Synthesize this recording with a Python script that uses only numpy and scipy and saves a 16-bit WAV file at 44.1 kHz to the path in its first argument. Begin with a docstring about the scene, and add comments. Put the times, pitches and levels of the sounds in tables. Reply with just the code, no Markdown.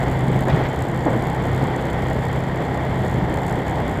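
"""Driving over a bridge

Inside the car, a four-cylinder engine drones and booms under the rumble and roar of the tyres.
A loose fitting ticks each time the engine fires, and now and then it rubs and squeaks.
The wheels thump over bumps, rough patches and a joint in the bridge deck."""
import sys
import numpy as np
from scipy import signal
from scipy.fft import rfft, irfft
from scipy.io import wavfile

SR = 44100
rng = np.random.default_rng(int(sys.argv[2]) if len(sys.argv) > 2 else 0)


def store_pcm(level_fs):
    """Save levels as 16-bit WAV."""
    pcm = np.round(np.clip(level_fs, -1, 1) * 32767).astype(np.int16)
    wavfile.write(sys.argv[1], SR, np.atleast_2d(pcm).T)


N = 176400
T = np.arange(N) / SR

# How fast the engine turns: time_s, speed_rpm
ENGINE_SPEED = [(0, 1950), (.7, 1950), (1.2, 1944), (1.7, 1950), (2.2, 1960), (3, 1954), (4, 1950)]
# The engine's low tones: cycles_per_turn, level_db, waver_db
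DRONE_TONES = [(1, -51, 6), (2, -36, 1.5), (3, -39.5, 3.5), (5, -33.5, 1), (6, -42, 0), (8, -44, 2)]
# How loudly the cabin booms: time_s, level_db
BOOM_LEVEL = [(0, -27), (.25, -19), (.44, -26.5), (.54, -22.5), (.7, -28.5), (1.1, -27.5), (1.3, -28.5),
              (1.5, -24.5), (1.8, -33), (2.05, -26), (2.7, -28.5), (2.95, -25), (3.2, -32), (3.5, -28.5),
              (4, -35.5)]

# Colour (the mix of low and high sound) of the suspension's rumble: pitch_hz, gain_db
RUMBLE_COLOUR = [(10, -25), (22, -22), (35, -11), (50, -5.5), (75, -0.5), (110, 0.5), (150, -2.5),
                 (200, -1), (260, -7.5), (400, -25), (800, -70)]
# How loud the rumble is: time_s, level_db
RUMBLE_LEVEL = [(0, -26), (.3, -23), (.6, -23), (.8, -29), (1.0, -26), (1.2, -27), (1.65, -26.5),
                (1.9, -30.5), (2.25, -25), (2.6, -29), (2.9, -29), (3.15, -24), (3.4, -27.5), (4, -27)]
# Colour of the tyres' roar: pitch_hz, gain_db
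ROAR_COLOUR = [(60, -56), (170, -12.5), (270, 1.5), (350, 1), (460, 0.5), (620, -2), (840, -2), (1000, -7),
               (1270, -13), (1550, -12), (1800, -12), (2100, -11), (2270, -17), (2480, -24.5),
               (2850, -25.5), (3150, -20.5), (3450, -21), (3800, -30.5), (4500, -31.5), (5300, -38.5),
               (6200, -42), (7400, -37.5), (8700, -46), (10500, -48), (12600, -46), (13800, -49),
               (16000, -53)]
# How loud the roar is: time_s, level_db
ROAR_LEVEL = [(0, -24.5), (.3, -26), (.6, -23.5), (.8, -26.6), (.98, -26.5), (1.35, -26), (1.62, -24.5),
              (1.85, -25), (2.3, -26), (2.55, -26), (2.75, -25.5), (3.1, -26), (3.45, -26.5), (3.8, -25.5),
              (4, -27)]
# The whine of the tyre tread: pitch_hz, width_hz, level_db
TREAD_WHINE = (1876, 39, -44.5)
# A hollow note in the tyre noise: pitch_hz, width_hz
HOLLOW_NOTE = (787, 143)
# How that note swells and fades: time_s, level_db
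HOLLOW_LEVEL = [(0, -40), (1.3, -34.5), (1.7, -32.5), (2.2, -52), (2.6, -35), (2.76, -32), (3.1, -45),
                (3.42, -28.5), (3.6, -39.5), (3.78, -29), (4, -42)]

# Colour of the loose fitting's ticks: pitch_hz, gain_db
FITTING_COLOUR = [(1500, -12), (3000, -7), (4500, -2.5), (5300, -9), (6100, -9), (6700, 1.5), (7400, 4.5),
                  (8000, 2.5), (8700, -6), (9100, -1), (9500, -9.5), (10900, -5), (11200, -11.5),
                  (12100, -4.5), (12750, -2), (13300, -8), (13800, -13), (14400, -14), (15100, -16),
                  (17000, -20)]
# Its hardest knocks: start_s, level_db
KNOCKS = [(.1131, -38), (.192, -40), (.2672, -39), (0.2816, -38), (.39, -35), (0.4068, -32), (0.76, -35),
          (0.79, -37), (.821, -33), (1.052, -38), (1.222, -41), (1.269, -33), (1.299, -40), (1.3465, -36),
          (1.547, -36), (1.5773, -37), (1.6387, -35), (1.762, -35), (1.8225, -39), (1.8534, -35.5),
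          (1.93, -38), (2.236, -40), (2.2523, -40), (2.3285, -37), (3.049, -38), (3.0814, -39),
          (3.3402, -36), (3.4325, -38), (3.465, -39), (3.496, -36), (3.68, -36), (3.8788, -35.5)]
# How hard it chatters: time_s, level_db
CHATTER_LEVEL = [(0, -41.5), (.35, -44), (.5, -40), (.58, -46), (.85, -39), (.89, -41), (.95, -43.5),
                 (1.12, -43.5), (1.3, -39), (1.38, -50), (1.43, -41), (1.72, -47), (2.05, -42.5),
                 (2.45, -43.5), (2.53, -44), (2.65, -43.5), (2.8, -45.5), (2.95, -42), (3.16, -41),
                 (3.2, -50), (3.3, -45), (3.48, -38), (3.62, -45), (3.76, -39), (3.82, -48), (3.9, -41),
                 (4, -46)]
# Its thin metallic ringing: pitch_hz, width_hz, offset_from_chatter_db, waver_db
METAL_RINGS = [(7450, 71, -27, 3), (14400, 130, -36, 3)]
# Its short, high squeaks: start_s, length_s, level_db, pitch_hz
SQUEAKS = [(.1, .018, -62, 14430), (.15, .025, -58, 14420), (.32, .03, -61, 14460),
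           (.565, .025, -51, 14430), (.6, .025, -53, 14480), (.635, .06, -57, 14370),
           (.86, .025, -61, 14390), (1.255, .025, -62, 14400), (1.437, .025, -57, 14410),
           (2.3, .02, -62, 14390), (2.65, .025, -62, 14380), (2.765, .025, -62, 14440),
           (3.11, .025, -62, 14420), (3.43, .05, -61, 14380)]

# Wheels hitting bumps: start_s, peak_db, pitch_hz
THUMPS = [(.228, -15, 124), (.278, -16.5, 217), (0.352, -16, 170), (0.532, -8, 137), (1.098, -12.5, 115),
          (1.131, -12.5, 120), (1.161, -20, 230), (1.626, -11, 136), (3.135, -17.5, 109), (3.217, -14, 168)]
# Rough patches of deck: start_s, length_s, level_db, low_edge_hz, top_edge_hz
ROUGH_PATCHES = [(0.281, 0.032, -19, 210, 550), (0.345, .02, -20, 300, 1100),
                 (0.464, 0.066, -18.5, 380, 1500), (0.519, .17, -25.5, 400, 3000),
                 (0.594, .035, -26, 400, 2300), (1.056, 0.04, -15, 470, 1050),
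                 (1.092, 0.085, -19, 230, 750), (1.129, 0.024, -19.5, 600, 1200),
                 (1.606, 0.038, -20, 210, 1200), (3.575, 0.037, -19, 280, 650)]
# Bursts of gritty hiss: start_s, length_s, level_db
GRIT_BURSTS = [(0.484, 0.034, -27.5), (0.517, 0.19, -38.5), (.643, 0.028, -33.5), (3.749, 0.022, -32)]
# Colour of that hiss: pitch_hz, gain_db
GRIT_COLOUR = [(1000, -14), (2100, 10), (2700, -2.5), (3400, 1.5), (4500, -10), (6000, -17), (9000, -28),
               (16000, -45)]
# The boom of a deck joint: length_s, peak_db, first_hz, last_hz
JOINT_BOOM = (.052, -15.5, 363, 241)
# An instant when the whole sound drops away: middle_s, half_length_s, depth_db
LEVEL_DIP = (.45, 0.0025, -24)


def amp(db):
    """Turns decibels into a number to multiply a sound by."""
    return 10 ** (np.asarray(db) / 20)


def unit(x):
    """Scales a signal so that its typical size (rms) is 1."""
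    return x / np.sqrt(np.mean(x ** 2) + 1e-20)


def curve(points):
    """Joins (time_s, value) points with straight lines."""
    return np.interp(T, *np.transpose(points))


def spectrum(colour, hz):
    """Looks up how strong a colour table is at the pitch hz."""
    pitches, db = np.transpose(colour)
    return amp(np.interp(np.log(hz + 1), np.log(pitches), db))


def noise(shape):
    """Noise of typical size 1; shape(f) says how strong each frequency is."""
    white = rfft(rng.standard_normal(N))
    return unit(irfft(white * shape(np.fft.rfftfreq(N, 1 / SR)), N))


def waver(rate_hz):
    """A smooth random wobble, mostly slower than rate_hz."""
    return noise(lambda f: 1 / (1 + (f / rate_hz) ** 4))


def ring(hz, width_hz):
    """Noise gathered around one pitch, like something ringing."""
    return noise(lambda f: 1 / (1 + ((f - hz) / width_hz) ** 2))


def body(x, colour, size=2048):
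    """Makes x ring like an object of this colour, using a filter that only rings after a hit."""
    log_gain = np.log(spectrum(colour, abs(np.fft.fftfreq(size, 1 / SR))))
    taps = np.fft.ifft(np.exp(np.conj(signal.hilbert(log_gain)))).real
    return signal.fftconvolve(x, taps / np.linalg.norm(taps))[:N]


def burst(start, length, rise_s=.016, fade_db=-8):
    """A loudness shape that rises quickly, fades over its length and then lets go."""
    age = np.maximum(T - start, 0)
    return np.minimum(age / rise_s, 1) * amp(fade_db * age / length) / (1 + (age / length) ** 8)


def add(mix, start_s, sound):
    """Adds a sound to the mix at start_s."""
    part = mix[max(round(start_s * SR), 0):][:len(sound)]
    part += sound[:len(part)]


def engine(turns):
    """The turning engine hums low tones; the one at four cycles a turn makes the cabin boom."""
    def tone(cycles_per_turn, db, waver_db):
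        strength = np.sqrt(2) * amp(db + waver_db * waver(5.6))
        return strength * np.sin(2 * np.pi * (cycles_per_turn * turns + rng.random()))
    boom = tone(4, curve(BOOM_LEVEL), waver_db=-1)
    return boom + sum(tone(*row) for row in DRONE_TONES)


def tyres():
    """Rolling tyres rumble through the suspension, roar, whine and sound a hollow note."""
    rumble = noise(lambda f: spectrum(RUMBLE_COLOUR, f)) * amp(curve(RUMBLE_LEVEL))
    roar = noise(lambda f: spectrum(ROAR_COLOUR, f)) * amp(curve(ROAR_LEVEL) + .95 * waver(50))
    hz, width_hz, db = TREAD_WHINE
    whine = amp(db) * ring(hz, width_hz)
    hollow = amp(curve(HOLLOW_LEVEL)) * ring(*HOLLOW_NOTE)
    return rumble + roar + whine + hollow


def tick(rise_s=.00084, decay_s=.0016, tail_s=.0047, tail_db=-15):
    """One tap of the loose fitting: a tiny burst of noise, sometimes duller, sometimes brighter."""
    t = np.arange(0, .02, 1 / SR)
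    fade = np.exp(-t / decay_s) + amp(tail_db) * np.exp(-t / tail_s)
    brightness = .36 * rng.uniform(-1.05, 1)
    hiss = signal.lfilter([1, -brightness], [np.hypot(1, brightness)], rng.standard_normal(len(t)))
    return np.minimum(t / rise_s, 1) * fade * hiss


def rattle(turns, lag_s=.0062, jitter_s=.00065, spread_db=3.8,
           bounce_chance=.57, bounce_s=.006, bounce_db=-2.5):
    """The engine fires twice a turn and shakes the fitting, which ticks, rings and may bounce."""
    taps, chatter_db = np.zeros(N), curve(CHATTER_LEVEL)
    for start, db in KNOCKS:
        add(taps, start, amp(db) * tick())
    firings = np.flatnonzero(np.diff(np.floor(2 * turns), prepend=-1))
    for at in firings:
        # Each tick and bounce is a little uneven in strength and timing.
        force, timing, bounce_force, bounce_timing = np.clip(rng.standard_normal(4), -2, 1.6)
        start = T[at] + lag_s + jitter_s * timing
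        bounces = rng.random() < bounce_chance
        add(taps, start, amp(chatter_db[at] + spread_db * force) * tick())
        bounce = amp(chatter_db[at] + bounce_db + spread_db * bounce_force) * tick()
        add(taps, start + bounce_s * (1 + .43 * bounce_timing), bounces * bounce)
    ringing = sum(ring(hz, width_hz) * amp(chatter_db + offset_db + waver_db * waver(17))
                  for hz, width_hz, offset_db, waver_db in METAL_RINGS)
    return body(taps, FITTING_COLOUR) + ringing


def squeaks(waver_hz=90):
    """The shaken fitting rubs now and then, making short chirps of unsteady pitch and grip."""
    drift_hz = waver_hz * waver(120)
    grip = unit(amp(3 * waver(70)))
    chirps = np.zeros(N)
    for start, length, db, hz in SQUEAKS:
        cycles = np.cumsum(hz + drift_hz) / SR
        chirps += amp(db) * burst(start, length) * np.sqrt(2) * np.sin(2 * np.pi * cycles)
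    return grip * chirps


def wheel_thumps(rise_s=.0046, decay_s=.01):
    """A wheel hitting a bump makes a low note that dies away at once."""
    out, t = np.zeros(N), np.arange(0, .1, 1 / SR)
    swell = (1 - np.exp(-(t / rise_s) ** 2)) * np.exp(-t / decay_s)
    for start, db, hz in THUMPS:
        add(out, start, amp(db) * swell / swell.max() * np.sin(2 * np.pi * hz * t))
    return out


def rough_patches():
    """Rough bits of deck make the tyres roar louder for a moment and add a gritty hiss."""
    roar = np.zeros(N)
    for start, length, db, low_hz, top_hz in ROUGH_PATCHES:
        def band(f):
            return np.minimum(f / low_hz, 1) ** 2 / np.sqrt(1 + (f / top_hz) ** 4)
        roar += amp(db) * burst(start, length) * noise(lambda f: spectrum(ROAR_COLOUR, f) * band(f))
    grit = noise(lambda f: spectrum(GRIT_COLOUR, f))
    return roar + grit * sum(amp(db) * burst(start, length) for start, length, db in GRIT_BURSTS)


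def deck_joint(start_s=1.046):
    """Crossing a joint in the deck makes one short boom that falls in pitch."""
    out, t = np.zeros(N), np.arange(0, .1, 1 / SR)
    length, db, first_hz, last_hz = JOINT_BOOM
    progress = np.minimum(t / length, 1)
    cycles = np.cumsum(first_hz + (last_hz - first_hz) * progress) / SR
    add(out, start_s, amp(db) * np.sin(np.pi * progress) * np.sin(2 * np.pi * cycles))
    return out


def scene():
    """Everything heard in the cabin, mixed into one channel."""
    turns = np.cumsum(curve(ENGINE_SPEED)) / 60 / SR  # engine turns so far
    cruising = engine(turns) + tyres()
    bumps = wheel_thumps() + rough_patches() + deck_joint()
    fitting = rattle(turns) + squeaks()
    return (cruising + bumps + fitting)[None]


def record(dry, top_hz=15650):
    """The level dips once, very briefly, and the highest treble is cut away."""
    middle_s, half_length_s, depth_db = LEVEL_DIP
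    dipped = dry * amp(depth_db / (1 + ((T - middle_s) / half_length_s) ** 16))
    treble_cut = signal.firwin(401, top_hz, window=("kaiser", 9), fs=SR)
    return signal.oaconvolve(dipped, treble_cut[None], "same")


dry = scene()
out = record(dry)
store_pcm(out)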